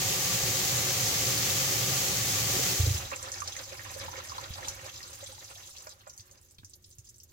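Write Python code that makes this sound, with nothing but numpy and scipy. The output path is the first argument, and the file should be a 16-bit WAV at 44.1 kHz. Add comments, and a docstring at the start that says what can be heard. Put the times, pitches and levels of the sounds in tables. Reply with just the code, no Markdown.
"""Tap water rushes and rumbles into a sink and its plastic drain, heard from the cupboard below.
The tap closes, the drain slurps and gulps air, and the run-off gurgles away, thinning to drips and plops.
Rush, rumble, wash and slurp are coloured noise; gulps, bubbles and plops are decaying tones;
droplets, drops and knocks are short noise bursts. Dense reflections add a short, boxy ring."""
import sys
import numpy as np
from scipy import signal
from scipy.fft import rfft, irfft
from scipy.io import wavfile

SR = 44100
rng = np.random.default_rng(int(sys.argv[2]) if len(sys.argv) > 2 else 0)


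def pcm_store(signal):
    """Save signal as 16-bit PCM."""
    levels = np.round(np.clip(np.atleast_2d(signal), -1, 1) * 32767)
    wavfile.write(sys.argv[1], SR, levels.astype(np.int16).T)


N = 322812
T = np.arange(N) / SR
FREQS = np.maximum(np.arange(N // 2 + 1) * SR / N, 1)
GRAIN_T = np.arange(4096) / SR  # time within one short sound

# relative colour of the stream on the basin: f/Hz, level/dB
JET_COLOUR = [(40, -47), (150, -26), (230, -10.5), (450, -5), (700, -12), (1050, -12), (1450, -10),
              (2000, -3.5), (3600, -4.5), (5200, -2), (6500, 1.5), (7500, -1.5), (8600, -10), (11500, -8.5),
              (15500, -6.5)]
# relative colour of basin and pipe shaken by falling water: f/Hz, level/dB
RUMBLE_COLOUR = [(22, -56), (42, -29), (58, -11.5), (85, -9), (118, 3.5), (148, -8), (175, -5), (230, -19),
                 (400, -41)]
# relative colour of water rocking in the trap: f/Hz, level/dB
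SLOSH_COLOUR = [(25, -30), (42, -11), (62, -8.5), (78, -1.5), (94, 2.5), (116, -2), (145, -13.5),
                (230, -21.5), (400, -40)]
# relative colour of water and bubbles in the pipe: f/Hz, level/dB
GURGLE_COLOUR = [(150, -25), (300, 1), (450, -9.5), (700, -10), (1100, -2.5), (1500, -3.5), (2000, -3),
                 (2800, -7), (4000, -5), (9000, -35)]
# relative colour of droplets at the strainer: f/Hz, level/dB
TRICKLE_COLOUR = [(1000, -55), (2600, -10.5), (3500, -5), (4200, -4.5), (5200, -2.5), (6500, 0.5),
                  (7600, -5), (8700, -14), (10500, -11.5), (12000, -13), (13500, -8), (15500, -14)]
# relative colour of the quiet kitchen: f/Hz, level/dB
ROOM_COLOUR = [(25, -7), (70, 3.5), (160, -10.5), (250, -14.5), (360, -13.5), (500, -19.5), (1000, -37),
               (1600, -30), (2600, -35), (15000, -30.5)]
# relative colour of the sucked air: f/Hz, level/dB
SLURP_COLOUR = [(100, -7), (200, 8), (300, 12), (460, 1), (800, -8), (1500, -37), (4000, -26)]
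# relative colour of the knocks: f/Hz, level/dB
KNOCK_COLOUR = [(30, 6), (70, 12), (160, 3), (400, -17), (900, -19), (1700, -15), (3000, -30), (8000, -60)]
# air modes of the drain: f/Hz, width/Hz, strength in jet and slurp/dB, strength in gurgle/dB
PIPE_MODES = [(289.5, 20, 5.5, -15), (370.2, 9, 10.5, 9.5), (536, 42, 7, 9), (763, 69, 8.5, 4),
              (1179, 72, 4.5, -19), (3140, 12, 4.5, -15), (6200, 160, -15, -12)]
# slugs of water that swell the run-off as they pass down the pipe: t/s, lift/dB, half length/s
SLUGS = [(2.97, 13.5, 0.14), (4.056, 7.5, 0.057), (4.68, 5.5, 0.065)]
# air sucked down as the tap closes: t/s, level/dB, half length/s
SLURPS = [(2.583, -41.5, 0.071), (2.792, -45, 0.018), (2.876, -42, 0.021)]
# the largest bubbles: t/s, level/dB, f/Hz
BUBBLES = [(2.595, -28, 470), (2.862, -32.5, 460), (3.115, -33, 1870), (3.118, -28.5, 1060),
           (3.122, -32.5, 540), (3.419, -25.5, 1130), (3.565, -31.5, 1930), (3.72, -37.5, 545),
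           (3.794, -30.5, 1820), (4.082, -30, 903), (4.318, -31, 1060), (4.382, -27, 960),
           (4.582, -34.5, 970), (4.629, -34, 1700), (4.675, -32.5, 880), (5.005, -38.5, 1900),
           (5.226, -39, 548), (6.632, -50, 1600)]
# air gulped through the trap: t/s, level/dB, f/Hz
GULPS = [(2.793, -16.5, 90.5), (2.828, -18.5, 90), (2.867, -18, 97), (2.900, -21, 102), (2.942, -25, 95),
         (4.502, -38, 64.5), (6.19, -46, 97), (6.583, -53, 122), (6.633, -48.5, 81.4), (6.98, -44.5, 102)]
# drops that stand out as they slap the plastic: t/s, level/dB, brightest f/Hz
DROPS = [(3.2271, -27, 6600), (3.3182, -24, 6350), (3.341, -26.5, 4960), (3.476, -23.5, 5300),
         (3.5663, -28, 6450), (3.941, -30.5, 5640), (4.295, -29.5, 4900), (4.38, -35, 4260),
         (4.6835, -21, 6000), (5.029, -32, 5150), (5.1565, -37, 6700), (5.783, -36, 5890),
         (5.87, -36, 5800), (5.893, -37, 7000), (6.008, -45, 3740), (6.075, -41, 7300),
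         (6.097, -37.5, 5800), (6.136, -40, 6160), (6.177, -36, 6400), (6.196, -38, 4630),
         (6.206, -38, 6300), (6.3121, -40, 6300), (6.413, -49, 8500), (6.51, -45, 7500),
         (6.584, -41.5, 3670), (6.647, -33.5, 6160), (6.6967, -44, 7760), (6.754, -46, 12000),
         (6.86, -51, 9500), (6.904, -47, 8500), (6.9516, -50, 12500), (6.984, -38.5, 6550),
         (7.047, -46.5, 6940), (7.1427, -47.5, 6000), (7.182, -45, 7800), (7.201, -39.5, 5290)]
# the pipe knocks as water shifts in it: t/s, level/dB
KNOCKS = [(4.505, -33), (6.588, -46), (6.633, -38)]
# heavy drips into the trap: t/s, level/dB
PLOPS = [(5.868, -36.5), (6.068, -37.5)]
# ringing modes of the hollow trap: f/Hz, relative level/dB, t60/s
TRAP_MODES = [(536, -5, 0.098), (603, 4.5, 0.06), (740, 0, 0.043), (993, 1, 0.073), (1396, -18, 0.6),
              (1455, 2, 0.057), (1770, -22, 0.043), (2420, -12, .1)]
# difference in colour between the two listening ports: f/Hz, left minus right level/dB
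PORTS = [(60, -2), (380, -1), (700, -0.5), (1290, -5.5), (2380, -1.8), (4400, 6), (8120, -3), (15000, 1)]

# the tap runs steadily, is turned down, then shuts and the last of the stream falls
JET_DB, TAP_TURN_S, TURN_DB_PER_S = -27.7, 2.712, 41
TAP_SHUT_S, SHUT_DB_PER_S = 2.976, 75
# the pipe runs full, ebbs, then runs dry
EBB_S, EBB_DB_PER_S, DRY_S, DRY_DB_PER_S = 4.63, 11.5, 6.38, 107
# the basin's last water thins slowly, then breaks up into a dribble
TRICKLE_DB, THIN_DB_PER_S, BREAK_S, BREAK_DB_PER_S, DRIBBLE_DB = -45, 1.2, 5.7, 38, -64


def amp(db):
    """Decibels to gain."""
    return 10 ** (np.asarray(db) / 20)


def unit(x):
    """Scale to an rms of one."""
    return x / np.sqrt(np.mean(x ** 2))


def shape(points):
    """Gain at every frequency, drawn through (Hz, dB) points on a log pitch scale."""
    hz, db = np.transpose(points)
    return amp(np.interp(np.log(FREQS), np.log(hz), db))


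def colour(x, gain):
    """Filter by a frequency response, then scale to an rms of one."""
    return unit(irfft(rfft(x) * gain, N))


def resonance(hz, width):
    """Response of one damped mode."""
    return 1 / (1 + 1j * (FREQS ** 2 - hz ** 2) / (FREQS * width))


def pipe(axis):
    """The drain's air modes add their power to a flat response; axis picks the strength column."""
    power = sum(np.abs(amp(row[axis]) * resonance(row[0], row[1])) ** 2 for row in PIPE_MODES)
    return np.sqrt(1 + 2 * power)


def walk(rate):
    """Smooth random wander with an rms of one, mostly slower than rate in Hz."""
    return colour(rng.standard_normal(N), 1 / (1 + (FREQS / rate) ** 4))


def air(apart_hz):
    """Stereo noise, nearly alike left and right far below apart_hz."""
    mid, side = rng.standard_normal((2, N))
    side = irfft(rfft(side) * np.minimum(0.046 + FREQS / apart_hz, 1), N)
    return np.array([mid + side, mid - side])


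def add(track, s, sound):
    """Mix a short sound in at time s."""
    start = int(np.clip(s * SR, 0, N - 1))
    track[start:start + len(sound)] += sound[:N - start]


def cupboard(x, wet_db, t60, lag=0.00043):
    """Direct sound, lag seconds late at the left port, plus dense reflections that differ for each port."""
    t = np.arange(SR // 4) / SR
    tail = rng.standard_normal((2, len(t))) * amp(-60 * t / t60) * (1 - np.exp(-t / 0.0021))
    tail *= amp(wet_db) / np.sqrt(np.sum(tail ** 2, axis=1, keepdims=True))
    left = np.pad(x, (int(lag * SR), 0))[:N]
    return np.array([left, x]) + signal.fftconvolve(x[None], tail, axes=1)[:, :N]


def bubble(hz, cycles, glide):
    """A pinched-off bubble rings for a few cycles and rises in pitch, peak one."""
    age = GRAIN_T * hz / cycles
    tone = np.sin(2 * np.pi * hz * GRAIN_T * (1 + glide * np.minimum(age, 4)))
    ring = tone * np.exp(-age) * (1 - np.exp(-2 * age))
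    return ring / np.abs(ring).max()


def splash(hz, sharpness, decay):
    """A decaying burst of spray centred on one pitch, peak one."""
    burst = rng.standard_normal(len(GRAIN_T)) * np.exp(-GRAIN_T / decay)
    band = signal.iirpeak(hz, sharpness, SR)
    burst = signal.lfilter(*band, signal.lfilter(*band, burst))
    return burst / np.abs(burst).max()


def since(s):
    """Seconds gone by since time s; zero before it."""
    return np.maximum(T - s, 0)


def swell(s, half_length):
    """A smooth rise and fall around time s, peak one."""
    return np.exp(-((T - s) / half_length) ** 2)


def slugs():
    """Lift in dB from the slugs of water passing."""
    return sum(db * swell(s, half_length) for s, db, half_length in SLUGS)


def pipe_flow(empty_db=-31):
    """Flow down the pipe in dB below full: it holds, ebbs, then drops to a last seep."""
    return np.maximum(-EBB_DB_PER_S * since(EBB_S) - DRY_DB_PER_S * since(DRY_S), empty_db)


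def strainer_flow(running_db=5):
    """Trickle level in dB: stronger under the running tap, then thinning until it breaks into a dribble."""
    thinning = TRICKLE_DB - THIN_DB_PER_S * since(TAP_SHUT_S) - BREAK_DB_PER_S * since(BREAK_S)
    return np.maximum(thinning, DRIBBLE_DB) + running_db * amp(-SHUT_DB_PER_S * since(TAP_SHUT_S))


def scatter(count, level, low_hz, high_hz, spread_db):
    """Random (s, dB, Hz) events after the tap shuts, up to spread_db below a level curve."""
    when, size, pitch = rng.random((count, 3)).T
    s = TAP_SHUT_S + (T[-1] - TAP_SHUT_S) * when
    db = np.interp(s, T, level) - spread_db * size
    return list(zip(s, db, low_hz * (high_hz / low_hz) ** pitch))


def jet(flutter_db=0.52, spray_db=0.44):
    """The stream hisses on the basin overhead and sounds the drain's modes, fading as the tap closes."""
    db = JET_DB - TURN_DB_PER_S * since(TAP_TURN_S) - SHUT_DB_PER_S * since(TAP_SHUT_S)
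    hiss = air(1600) + 0.5 * cupboard(rng.standard_normal(N), wet_db=3, t60=0.14, lag=0)
    hiss = hiss * amp(flutter_db * walk(14) + spray_db * walk(150))
    return colour(hiss, shape(JET_COLOUR) * pipe(axis=2)) * amp(db)


def rumble(shut_s=2.78, fade_s=0.053, flowing_db=-38.5, slosh_db=-53, follow=0.78, still_db=-66):
    """Falling water shakes basin and pipe; then it sloshes lower in the trap, calming as the pipe empties."""
    full = np.clip((shut_s - T) / fade_s, 0, 1)
    flowing = colour(air(2000), shape(RUMBLE_COLOUR)) * amp(flowing_db)
    slosh_level = np.maximum(slosh_db + follow * pipe_flow() + slugs(), still_db)
    sloshing = colour(air(540), shape(SLOSH_COLOUR)) * amp(slosh_level)
    return full * flowing + (1 - full) * sloshing


def gurgle(count=3000, spread_db=3, bubbles_db=-1, wash_db=-4, surge_db=3, full_db=-49.5, slug_share=0.29):
    """A swarm of small bubbles over the wash of water down the pipe wall, coming in surges."""
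    swarm = np.zeros(N)
    for when, pitch, size in rng.random((count, 3)):
        gain = amp(-spread_db * np.log(size + 0.019))
        add(swarm, when * N / SR, gain * bubble(450 * 7 ** pitch, cycles=2, glide=0.039))
    swarm = unit(cupboard(swarm, wet_db=1.5, t60=0.14))
    body = shape(GURGLE_COLOUR) * pipe(axis=3)
    # small bubbles ring more briefly, so the swarm is tilted upwards to give them their share
    bubbles = amp(bubbles_db) * colour(swarm, body * np.sqrt(FREQS))
    wash = amp(wash_db) * colour(air(2100), body)
    return (bubbles + wash) * amp(full_db + pipe_flow() + slug_share * slugs() + surge_db * walk(19.4))


def trickle(count=3200, spread_db=5.5, fizz_db=-6, full_db=-49, thin_lift_db=9, thin_rise_hz=2500, spurt_db=3):
    """Droplets spatter at the strainer; as the flow thins they come fewer, finer and in spurts."""
    db = strainer_flow()
    flow = np.clip(amp(db - full_db), 0.1, 1)
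    spatter = np.zeros(N)
    for when, pitch, size, chance in rng.random((count, 4)):
        here = flow[int(when * N)]
        if chance >= here:
            continue
        lowest_hz = 2600 + thin_rise_hz * (1 - here)
        droplet = splash(lowest_hz + (14700 - lowest_hz) * pitch, sharpness=1.5, decay=0.00038)
        # a thin flow favours the high droplets
        gain_db = -spread_db * np.log(size + 0.03) + thin_lift_db * (0.5 - here) * pitch
        add(spatter, when * N / SR, amp(gain_db) / np.sqrt(here) * droplet)
    body = shape(TRICKLE_COLOUR)
    splashes = colour(cupboard(spatter, wet_db=7, t60=0.063), body)
    fizz = amp(fizz_db) * colour(air(1200), body)
    return (splashes + fizz) * amp(db + spurt_db * (1 - flow) * walk(16))


def room(room_db=-66, hum_hz=361, hum_db=-80, waver_hz=3):
    """Quiet kitchen noise with a faint hum whose pitch wavers."""
    hum = np.sqrt(2) * np.sin(2 * np.pi * np.cumsum(hum_hz + waver_hz * walk(9.9)) / SR)
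    return amp(room_db) * colour(air(830), shape(ROOM_COLOUR)) + amp(hum_db) * hum


def slurp(ragged_db=3):
    """Air dragged down with the last full flow rasps in the pipe's low modes."""
    suction = sum(amp(db) * swell(s, half_length) for s, db, half_length in SLURPS)
    rasp = air(1000) * amp(ragged_db * walk(54))
    return colour(rasp, shape(SLURP_COLOUR) * pipe(axis=2)) * suction


def large_bubbles(bubble_db=-3, burst_db=-10, small_db=-35):
    """Single glugs that stand out of the gurgle, each with a wet burst as the film breaks."""
    out = np.zeros(N)
    smaller = scatter(count=44, level=small_db + pipe_flow(), low_hz=522, high_hz=2640, spread_db=6)
    for s, db, hz in BUBBLES + smaller:
        glug = bubble(hz, cycles=3, glide=0.0075)
        burst = splash(1.15 * hz, sharpness=1.2, decay=0.006)
        add(out, s, amp(db + bubble_db) * glug + amp(db + burst_db) * burst)
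    return cupboard(out, wet_db=-3.5, t60=0.073)


def gulps(swell_s=0.013, decay_s=0.0077, lowest_hz=42):
    """Slugs of water swing on the air in the trap: short, nearly pure low throbs."""
    out, t = np.zeros(N), np.arange(SR // 5) / SR
    rise = np.sin(np.pi / 2 * np.minimum(t / swell_s, 1)) ** 2
    envelope = rise / np.cosh(np.maximum(t - swell_s, 0) / decay_s)
    for s, db, hz in GULPS:
        add(out, s, -amp(db) * envelope * np.sin(2 * np.pi * hz * t))
    # cut the deepest bass but keep the overall level
    return colour(out, 1 / (1 + (lowest_hz / FREQS) ** 6)) * out.std()


def drops(spray_db=-50, spray_follow=0.42, ring_db=-3, small_db=-35):
    """Drops slap the plastic: a sharp tick, a brief pitched ring and a crack of spray; lighter ones at random."""
    out = np.zeros(N)
    light_level = small_db + strainer_flow() - TRICKLE_DB
    light = scatter(count=48, level=light_level, low_hz=4140, high_hz=10100, spread_db=4)
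    for s, db, hz in DROPS + light:
        tick = splash(hz, sharpness=1.9, decay=0.0012)
        tick += amp(ring_db) * splash(hz, sharpness=5.9, decay=0.0024)
        crack = splash(14700, sharpness=1.6, decay=0.0023)
        crack_db = spray_db + spray_follow * (db - small_db)
        add(out, s, amp(db) * tick / np.abs(tick).max() + amp(crack_db) * crack)
    return cupboard(out, wet_db=0.5, t60=0.1)


def knocks(decay=0.004):
    """Short dull pushes on the plastic, decaying noise scaled so that the strongest has its table level."""
    out = np.zeros(N)
    for s, db in KNOCKS:
        add(out, s, amp(db) * rng.standard_normal(len(GRAIN_T)) * np.exp(-GRAIN_T / decay))
    dull = colour(cupboard(out, wet_db=-9, t60=0.12), shape(KNOCK_COLOUR))
    return dull / np.abs(dull).max() * amp(max(db for s, db in KNOCKS))


def plops(plop_db=-1, splash_db=-4):
    """Heavy drips splash into the trap and ring its hollow."""
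    out, t = np.zeros(N), np.arange(SR // 3) / SR
    for s, db in PLOPS:
        ring = np.zeros(len(t))
        for hz, mode_db, t60 in TRAP_MODES:
            ring += amp(mode_db - 60 * t / t60) * np.sin(2 * np.pi * (hz * t + rng.random()))
        ring *= 1 - np.exp(-t / 0.0028)  # soft onset
        add(out, s, amp(db + plop_db) * ring / np.abs(ring).max())
        add(out, s, amp(db + splash_db) * splash(1050, sharpness=1.3, decay=0.007))
    return cupboard(out, wet_db=-8.5, t60=0.065)


def scene(lean_db=1):
    """The full flow, then the run-off, which lies a little to the right."""
    runoff = gurgle() + trickle() + large_bubbles() + drops() + plops()
    runoff = runoff * amp([[-lean_db], [lean_db]])
    return jet() + rumble() + room() + slurp() + gulps() + knocks() + runoff


def record(dry, top_hz=15850):
    """Left and right ports share their colour difference; the top is cut steeply above top_hz."""
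    lean = np.sqrt(shape(PORTS))
    heard = irfft(rfft(dry) * np.array([lean, 1 / lean]), N)
    top_cut = signal.ellip(10, 0.2, 70, top_hz, fs=SR, output="sos")
    return signal.sosfilt(top_cut, heard)


dry = scene()
out = record(dry)
pcm_store(out)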